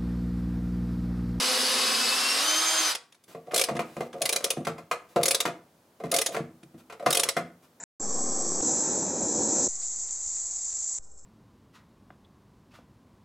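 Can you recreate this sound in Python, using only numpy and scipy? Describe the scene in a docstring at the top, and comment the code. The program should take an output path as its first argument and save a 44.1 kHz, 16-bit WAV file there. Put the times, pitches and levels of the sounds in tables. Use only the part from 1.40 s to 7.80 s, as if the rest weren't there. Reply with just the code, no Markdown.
"""A drill's whine and rattle come first, rising as the bit breaks through, then stopping short.
A cordless drill bores up through the holes of a metal vise under a wooden bench top; a ratchet wrench
then tightens a bolt in five strokes, clicking on each back swing and knocking the vise and boards.
Drill tones follow the shaft speed; blows are short noise bursts and dying modes of steel and wood.
Two close microphones face the work straight on, in a small workshop with faint hiss and rumble."""
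import sys
import numpy as np
from scipy import signal
from scipy.fft import rfft, irfft
from scipy.io import wavfile
from scipy.ndimage import uniform_filter1d

SR = 44100
rng = np.random.default_rng(int(sys.argv[2]) if len(sys.argv) > 2 else 0)


def log_audio(samples):
    """Write samples as a 16-bit WAV file to the path given in sys.argv[1]."""
    # one column per channel
    frames = np.atleast_2d(samples).T
    # limit to full scale, then quantise
    limited = np.clip(frames, -1, 1)
    pcm = np.round(limited * 32767).astype(np.int16)
    wavfile.write(sys.argv[1], SR, pcm)


N = 282240
TIME = np.arange(N) / SR


def amp(db):
    """Decibels to gain."""
    return 10 ** (np.asarray(db) / 20)


def unit(x):
    """Scales to rms 1."""
    return x / np.sqrt(np.mean(x ** 2) + 1e-20)


def unit_blow(x, count):
    """Scales a blow to rms 1 over its first samples."""
    return x / np.sqrt(np.mean(x[:count] ** 2) + 1e-20)


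def read(points, hz):
    """Reads a table of (Hz, value) on a log-frequency axis."""
    f, value = np.transpose(points)
    return np.interp(np.log(hz + 1), np.log(f + 1), value)


def colour(x, points, tilt_db=0):
    """Causal minimum-phase filter with the given spectrum, tilted in dB an octave above 1500 Hz."""
    hz = abs(np.fft.fftfreq(4096, 1 / SR))
    octaves = np.log2(np.maximum(hz / 1500, 1))
    log_gain = np.log(amp(read(points, hz) + tilt_db * octaves))
    # the Hilbert transform of the log gain gives the phase that puts the energy earliest
    taps = np.fft.ifft(np.exp(np.conj(signal.hilbert(log_gain)))).real
    return signal.fftconvolve(x, taps[:len(taps) // 2])[:len(x)]


def wander(rate_hz):
    """Slow random drift of rms 1, weakening above the given rate."""
    hz = np.fft.rfftfreq(N, 1 / SR)
    spectrum = rfft(rng.standard_normal(N))
    return unit(irfft(spectrum / (1 + (hz / rate_hz) ** 2), N))


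def add(mix, s, sound):
    """Lays a sound into the mix at time s."""
    part = mix[round(s * SR):][:len(sound)]
    part += sound[:len(part)]


def ring(modes, t, spread_db, detune):
    """Dying modes of a struck body; each blow shifts them a little and shares its force out anew."""
    hz, t60, db = np.transpose(modes)[:, :, None]
    size, shift, sign = rng.standard_normal((3, len(modes), 1))
    decay = np.sign(sign) * amp(db + spread_db * size - 60 * t / t60)
    tones = np.sin(2 * np.pi * hz * (1 + detune * shift) * t)
    return (decay * tones).sum(0)


def chatter(t, rise, fall, grain=0.42):
    """A burst of tiny contacts, uneven in force, that swells and dies (rise and fall in s)."""
    noise, force = rng.standard_normal((2, len(t)))
    uneven = np.exp(grain * np.tanh(unit(uniform_filter1d(force, size=50))))
    swell = 1 - np.exp(-(t / rise) ** 2)
    return noise * uneven * swell * np.exp(-t / fall)


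# the motor shaft speeds up as the bit breaks through: time_s, speed (turns a second)
SHAFT_SPEED = [(0, 256.3), (.3, 256.6), (.52, 259.6), (.72, 260.7), (.8, 269.4), (1.0, 276.7), (1.06, 305),
               (1.22, 318), (1.41, 318.8), (1.53, 293)]
# shaft speed with the bit biting, easing and running free (turns a second)
BITING_HZ, EASING_HZ, FREE_HZ = 256.6, 261, 319
# one level until the trigger is let go; load rises steeply as the speed sags
DRILL_DB, STOP_S, BRAKE_DB_PER_S, LOAD_POWER = -28, 1.5175, 650, 3.1


def drill_state():
    """Shaft speed, level in dB, and the load on the bit (0-1) that goes with the sag in speed."""
    speed = np.interp(TIME, *np.transpose(SHAFT_SPEED))
    sag = np.clip((FREE_HZ - speed) / (FREE_HZ - BITING_HZ), 0, 1)
    level_db = DRILL_DB - BRAKE_DB_PER_S * np.maximum(TIME - STOP_S, 0)
    return speed, level_db, sag ** LOAD_POWER


# tones of rotor, ten-tooth pinion and gears: multiples of the shaft speed
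TONE_MULTIPLES = [1, 2, 4, 10, 11.25, 20, 23, 24, 30, 40, 50]
# level_db of each of those tones, relative to the drill, with the bit biting, easing and free
BITING_TONES_DB = [-16, -13, -22, -23, -11, -11, -15, -28, -18, -14, -30]
EASING_TONES_DB = [-26, -25, -20, -9, -20, -12, -22, -25, -14, -21, -29]
FREE_TONES_DB = [-17, -19, -16, -9, -19, -4, -14, -21, -15, -34, -46]
# the whine dies away first, as the trigger eases
EASE_OFF_S, WHINE_FADE_DB_PER_S = 1.464, 142.5


def drill_whine(jitter=0.00066, flutter_db=3):
    """Motor hum and gear tones, all locked to the shaft; their balance shifts as the bit comes free."""
    speed, level_db, _ = drill_state()
    level_db = level_db - WHINE_FADE_DB_PER_S * np.maximum(TIME - EASE_OFF_S, 0)
    turns = np.cumsum(speed * (1 + jitter * wander(35))) / SR
    out = np.zeros(N)
    for multiple, *states_db in zip(TONE_MULTIPLES, BITING_TONES_DB, EASING_TONES_DB, FREE_TONES_DB):
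        tone_db = np.interp(speed, [BITING_HZ, EASING_HZ, FREE_HZ], states_db)
        gain = amp(level_db + tone_db + flutter_db * wander(22))
        out += gain * np.sin(2 * np.pi * (multiple * turns + rng.random()))
    return np.sqrt(2) * out


# spectrum of the gear and bit rattle while boring: pitch_hz, level_db (per Hz, relative)
BORING_COLOUR = [(50, -52), (165, -22), (240, -3.5), (310, -14.5), (450, -5.5), (580, -6.5), (1150, -2.5),
                 (2300, -4.5), (4900, -0.5), (5800, -6.5), (10500, -8), (13000, -18), (16000, -31)]
# the same running free: pitch_hz, level_db (per Hz, relative)
FREE_COLOUR = [(60, -31), (230, -25.5), (400, -16.5), (700, -4), (1300, 0), (2500, -3.5), (4900, -2),
               (6500, -7.5), (9700, -6.5), (12500, -15), (16000, -28)]
# resonances of the bit and the drill housing: pitch_hz, width_hz, level_db (over the raw rattle)
HOUSING_MODES = [(229.7, 2.3, 11), (420, 140, -0.5), (1112, 29, -2.5), (3110, 110, -12), (3800, 220, -5),
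                 (4490, 88, -1.5), (4920, 174, 0.5)]


def drill_rattle(chips_per_s=350, chips_db=-10, boring_db=1.0, free_db=0, uneven_db=0.12, drift_db=3):
    """Teeth and cutting edges rub, chips snap off, and each housing resonance catches and lets go."""
    _, level_db, load = drill_state()
    rub = rng.standard_normal(N) * amp(uneven_db * wander(44))
    chips = rng.standard_normal(N) * (rng.random(N) < chips_per_s / SR)
    drive = unit(rub) + amp(chips_db) * unit(chips)
    housing = np.zeros(N)
    for hz, width, db in HOUSING_MODES:
        b, a = signal.iirpeak(hz, hz / width, SR)
        housing += amp(db) * signal.lfilter(b, a, drive * amp(drift_db * wander(20)))
    drive = drive + housing
    boring = amp(boring_db) * unit(colour(drive, BORING_COLOUR))
    free = amp(free_db) * unit(colour(drive, FREE_COLOUR))
    return amp(level_db) * (load * boring + (1 - load) * free)


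# spectrum of steel on steel: pitch_hz, level_db (per Hz, relative)
STEEL_COLOUR = [(400, -36.5), (900, -8.5), (1500, -10), (2300, -5.5), (3800, -2.5), (6000, -2.5),
                (8200, -4.5), (10000, -1), (12000, -9.5), (16000, -18)]
# modes of the wrench: pitch_hz, decay_s (to -60 dB), level_db (relative)
WRENCH_MODES = [(2290, .03, -12), (3500, .02, -12), (3900, .012, -10), (5200, .012, -13), (7000, .012, -14),
                (9800, .025, -13)]
# upper modes of the bench boards: pitch_hz, decay_s (to -60 dB), level_db (relative)
BOARD_MODES = [(381, 0.047, 0), (470, 0.077, -12), (476.7, 0.18, 0.5), (542.7, 0.14, 1), (600, 0.017, -7),
               (695.3, 0.15, 0), (709, 0.15, -2.5), (1175, 0.17, -11)]
WRENCH_DB = -9


def click(bright_db, thump_db, snap_db=0, tilt_share=0.45):
    """Steel drops onto steel, chatters for a few milliseconds, and rings wrench and boards."""
    t = np.arange(SR // 4) / SR
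    burst = chatter(t, rise=0.0042, fall=0.0046)
    snap = unit_blow(colour(burst, STEEL_COLOUR, tilt_share * bright_db), count=620)
    wrench = ring(WRENCH_MODES, t, spread_db=6.5, detune=0.056)
    steel = unit_blow(signal.fftconvolve(burst, wrench)[:len(t)], count=620)
    board = ring(BOARD_MODES, t, spread_db=-1.5, detune=0.031) * (1 - np.exp(-t / 0.0015))
    board = unit_blow(board, count=970)
    return amp(snap_db) * snap + amp(WRENCH_DB) * steel + amp(thump_db) * board


# stray steel clicks of chuck and socket: start_s, level_db, brightness_db (before click's tilt share)
STRAY_CLICKS = [(1.548, -31, -8), (1.721, -57.5, -11), (1.744, -60, -9), (1.836, -59, 8), (2.109, -46, -31),
                (2.364, -38.5, -19), (2.727, -48.5, -17.5), (3.248, -41.5, -11), (5.229, -56.5, -15)]


def clicks(thump_db=-16):
    """The chuck locks as the drill stops; later the socket ticks on the bolt."""
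    out = np.zeros(N)
    for s, db, bright_db in STRAY_CLICKS:
        add(out, s, amp(db) * click(bright_db, thump_db))
    return out


# short soft bursts of broad noise: start_s, length_s, level_db
SOFT_BURSTS = [(1.878, 0.062, -52), (2.444, 0.24, -55.5), (3.686, 0.056, -58.5), (4.919, 0.027, -40.5),
               (5.376, 0.036, -56), (6.223, 0.034, -59)]


def soft_bursts():
    """Short broad bursts of coloured noise, each with a quick start and a flat top."""
    gain = np.zeros(N)
    for s, length, db in SOFT_BURSTS:
        shape = np.interp(TIME - s, [0, .004, 0.95 * length, length], [0.012, 0.72, .7, 0.0042])
        gain += amp(db) * shape
    burst_colour = [(60, -12.0), (250, 4.5), (2500, -9.5), (16000, -18.0)]  # (Hz, dB per Hz)
    return gain * unit(colour(rng.standard_normal(N), burst_colour))


# low modes of the bench top: pitch_hz, decay_s (to -60 dB), level_db (relative)
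BENCH_MODES = [(78, 0.1, -23), (103, 0.16, -10.5), (139, 0.19, -10.5), (167.3, 0.19, -7.5),
               (226.5, 0.13, -2), (251.2, 0.22, -4.5), (328.6, 0.14, 0.5)]


def boom(t):
    """The whole bench top swells and rings low."""
    swell = 1 - np.exp(-t / 0.0078)
    return unit_blow(ring(BENCH_MODES, t, spread_db=2.5, detune=0.021) * swell, count=1320)


# dead thud of the wood: pitch_hz, level_db (per Hz, relative)
THUD_COLOUR = [(40, -52), (120, -13), (350, -1.5), (600, 11), (900, -5), (1600, -33), (4000, -50.5)]
# clack of the socket: pitch_hz, level_db (per Hz, relative)
CLACK_COLOUR = [(40, -50.5), (120, -28), (300, -11.5), (600, -3), (900, -1.5), (1220, 1), (1650, -9),
                (2100, -5.5), (3000, -13), (5000, -16.5), (10000, -21), (16000, -30.5)]


def knock(weight_db, hard_db, boom_gain_db=-2, board_gain_db=-1.0, clack_gain_db=0, tilt_db=-1.12,
          thud_db=-3, soft_s=0.00049):
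    """The socket clacks on the bolt; the boards thud and ring at once and the whole bench booms after."""
    t = np.arange(SR // 3) / SR
    # the softer the contact, the slower the start
    onset = 1 - np.exp(-t / (soft_s * min(amp(-hard_db), 10)))
    board = unit_blow(onset * ring(BOARD_MODES, t, spread_db=-2.0, detune=0.032), count=1320)
    thud = unit_blow(onset * colour(chatter(t, rise=0.0011, fall=0.014), THUD_COLOUR), count=1320)
    clack = unit_blow(colour(chatter(t, rise=0.00088, fall=0.0092), CLACK_COLOUR, tilt_db), count=880)
    boards = amp(board_gain_db) * (board + amp(thud_db) * thud)
    bench = amp(weight_db + boom_gain_db) * boom(t)
    return bench + boards + amp(hard_db + clack_gain_db) * clack


# knocks of the wrench against the vise: start_s, level_db, weight_db (into the bench), hardness_db
WRENCH_KNOCKS = [(1.947, -42.5, -5.5, -10), (2.072, -43, -15, -28), (2.134, -33, -15.5, -9),
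                 (2.286, -30.5, -18, -3.5), (2.351, -37.5, 2.5, -6), (2.392, -35.5, -2, 4),
                 (2.566, -38.5, 1.5, -6), (2.606, -33.5, -10, -5.5), (2.738, -36.5, -13, -15),
                 (2.809, -34.5, -10, -22), (3.168, -40, 9, -8), (3.269, -34, -1.5, 2.5), (3.38, -49, -5, 2),
                 (3.512, -36.5, -20, 9), (3.76, -22, -6, -9), (4.053, -34, -3, 6.5),
                 (4.075, -36.5, -9, -13), (4.6, -41.5, -10.5, -11), (4.637, -35.5, 0, -10),
                 (4.726, -29.5, -15.5, -6), (4.885, -39, -20, -15.5), (4.945, -37.5, -10, 3),
                 (4.965, -35, -7.5, -1), (5.498, -52.5, -11, 5.5), (5.523, -49, -14, 2),
                 (5.596, -41.5, -21, -8.5), (5.624, -38.5, -17, -13.5), (5.661, -25, -7.5, 1.5),
                 (5.966, -31, -5, 1.5)]
# the loose socket rebounds once after each knock
REBOUND_S, REBOUND_DB = 0.023, -12


def knocks(rebound_hard_db=-4):
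    """The wrench knocks the vise, and a softer rebound follows each knock."""
    out = np.zeros(N)
    for s, db, weight_db, hard_db in WRENCH_KNOCKS:
        add(out, s, amp(db) * knock(weight_db, hard_db))
        rebound = knock(weight_db, hard_db + rebound_hard_db)
        add(out, s + REBOUND_S, amp(db + REBOUND_DB) * rebound)
    return out


def tooth_times(start, teeth, gap, fastest, slowing):
    """The handle slows away from its fastest tooth, so the clicks spread out."""
    gaps = gap + slowing * abs(np.arange(teeth - 1) - fastest) ** 3
    return start + np.r_[0, np.cumsum(gaps)]


# back swings of the ratchet, the second in two goes: start_s (first click), teeth (count),
# gap_s (shortest), fastest (tooth number), slowing (s per tooth cubed), force_db
BACK_SWINGS = [(2.141, 6, .0167, 1.3, .00044, -.2), (2.816, 5, .0346, 3.9, .00005, -1),
               (3.0405, 2, .0615, 0, 0, 0), (3.830, 6, .0241, 0, .00051, .6),
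               (4.7134, 6, .0221, 1.35, .0014, -.6), (5.7035, 7, .0213, .75, .00044, .7)]
SCRAPE_DB, SCRAPE_LEAD_S, SCRAPE_FADE_S = -43.5, 0.086, 0.064


def scrape(slips_per_s=260, size_spread_db=4, clack_db=-3):
    """Tiny uneven slips of the turning socket rattle the steel and the boards while the handle moves."""
    moving = np.zeros(N)
    for *motion, force_db in BACK_SWINGS:
        first, *_, last = tooth_times(*motion)
        edges = [first - SCRAPE_LEAD_S, first, last, last + SCRAPE_FADE_S]
        moving = np.maximum(moving, amp(force_db) * np.interp(TIME, edges, [0, 1, 1, 0]))
    sizes = rng.standard_normal(N) * amp(size_spread_db * wander(40))
    slips = sizes * (rng.random(N) < slips_per_s / SR)
    boards = unit(colour(slips, THUD_COLOUR))
    steel = unit(colour(slips, CLACK_COLOUR))
    return amp(SCRAPE_DB) * moving * (boards + amp(clack_db) * steel)


# base level, brightness and thump in the boards of every tooth (dB)
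PAWL_DB, PAWL_BRIGHT_DB, PAWL_THUMP_DB = -24.5, 1.5, -8.5


def ratchet(uneven_db=.5, colour_spread_db=1.0, thump_spread_db=3, first_tooth_db=-1, dulling_db=0.85,
            settling_db=0.5):
    """The pawl drops off tooth after tooth: the first softer, later ones duller and shaking boards less."""
    out = np.zeros(N)
    for *motion, force_db in BACK_SWINGS:
        for k, s in enumerate(tooth_times(*motion)):
            force, tint, push = rng.standard_normal(3)
            db = PAWL_DB + force_db + uneven_db * force + first_tooth_db * (k == 0)
            bright_db = PAWL_BRIGHT_DB + colour_spread_db * tint - dulling_db * k
            thump_db = PAWL_THUMP_DB + thump_spread_db * push - settling_db * k
            add(out, s, amp(db) * click(bright_db, thump_db))
    return out


# dull thumps of the bench as it takes the strain: start_s, level_db (of the boom, before its own gain)
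BENCH_THUMPS = [(2.307, -35), (3.204, -38), (4.995, -33.5), (5.229, -49), (5.342, -45.5), (6.012, -41.5)]


def thumps(boards_db=-16, hard_db=-6):
    """Soft, heavy pushes that boom the bench and barely stir the boards."""
    out = np.zeros(N)
    for s, db in BENCH_THUMPS:
        add(out, s, amp(db + boards_db) * knock(-boards_db, hard_db))
    return out


# decay of the small workshop: pitch_hz, decay_s (to -60 dB)
ROOM_DECAY = [(100, 0.5), (500, 0.3074), (1500, 0.33), (4500, 0.2546), (9000, 0.2537), (16000, 0.08)]


def echo(x, early_db=0, early_t60=.07):
    """Close reflections under the bench, then the tail of the small room, as sparse random taps."""
    t = np.arange(SR // 2) / SR
    taps = rng.standard_normal(len(t)) * (rng.random(len(t)) < .15) * (t > .002)
    hz, when, bands = signal.stft(taps, SR, nperseg=256)
    late = amp(-60 * when / read(ROOM_DECAY, hz)[:, None])
    early = amp(early_db - 60 * when / early_t60)
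    tail = signal.istft(bands * (late + early), SR, nperseg=256)[1]
    return signal.fftconvolve(x, tail / np.linalg.norm(tail))[:N]


# stereo width of the workshop's sound: pitch_hz, level_db (of the side signal, relative)
SIDE_COLOUR = [(100, -29.5), (600, -18.5), (1300, -5.5), (3000, -7.5), (6000, -7), (9000, -15),
               (13000, -1.5)]


def place(x, wet_db, side_db):
    """A source straight ahead of two close microphones; only reflections differ between them."""
    side = amp(side_db) * colour(echo(x, early_db=17, early_t60=.04), SIDE_COLOUR)
    mid = x + amp(wet_db) * echo(x, early_db=3.5, early_t60=0.043)
    return np.array([mid + side, mid - side])


# spectrum of the still air: pitch_hz, level_db (per Hz, relative)
AIR_COLOUR = [(25, -33), (90, -4), (230, -2.5), (500, -5.5), (900, -9.5), (2000, -20.5), (16000, -26)]
AIR_DB = -62.5


def air():
    """Faint hiss and rumble of the room as wide noise, fuller once the wrench work begins."""
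    mid, side = (unit(colour(rng.standard_normal(N), AIR_COLOUR)) for _ in range(2))
    side = amp(2) * colour(side, SIDE_COLOUR)
    level_db = AIR_DB + np.interp(TIME, [1.86, 1.88], [-9, -1])
    return amp(level_db) * np.array([mid + side, mid - side])


def scene():
    """Drill, then wrench, in the same corner of the workshop."""
    drill = place(drill_whine(), wet_db=-25.5, side_db=-8.0)
    drill = drill + place(drill_rattle(), wet_db=-6.5, side_db=-1.5)
    steel = place(clicks() + ratchet(), wet_db=-10, side_db=-1.5)
    wood = place(soft_bursts() + knocks() + scrape() + thumps(), wet_db=-4.5, side_db=0.5)
    return drill + steel + wood + air()


EDGE_HZ = 16000


def record(dry):
    """A low cut at 60 Hz that thins the deep bass, and an upper band limit."""
    low_cut = signal.butter(2, 60, "highpass", fs=SR, output="sos")
    thinned = signal.sosfilt(low_cut, dry)
    band_limit = signal.firwin(401, EDGE_HZ, window=("kaiser", 8), fs=SR)
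    return signal.oaconvolve(thinned, band_limit[None], "same")


dry = scene()
out = record(dry)
log_audio(out)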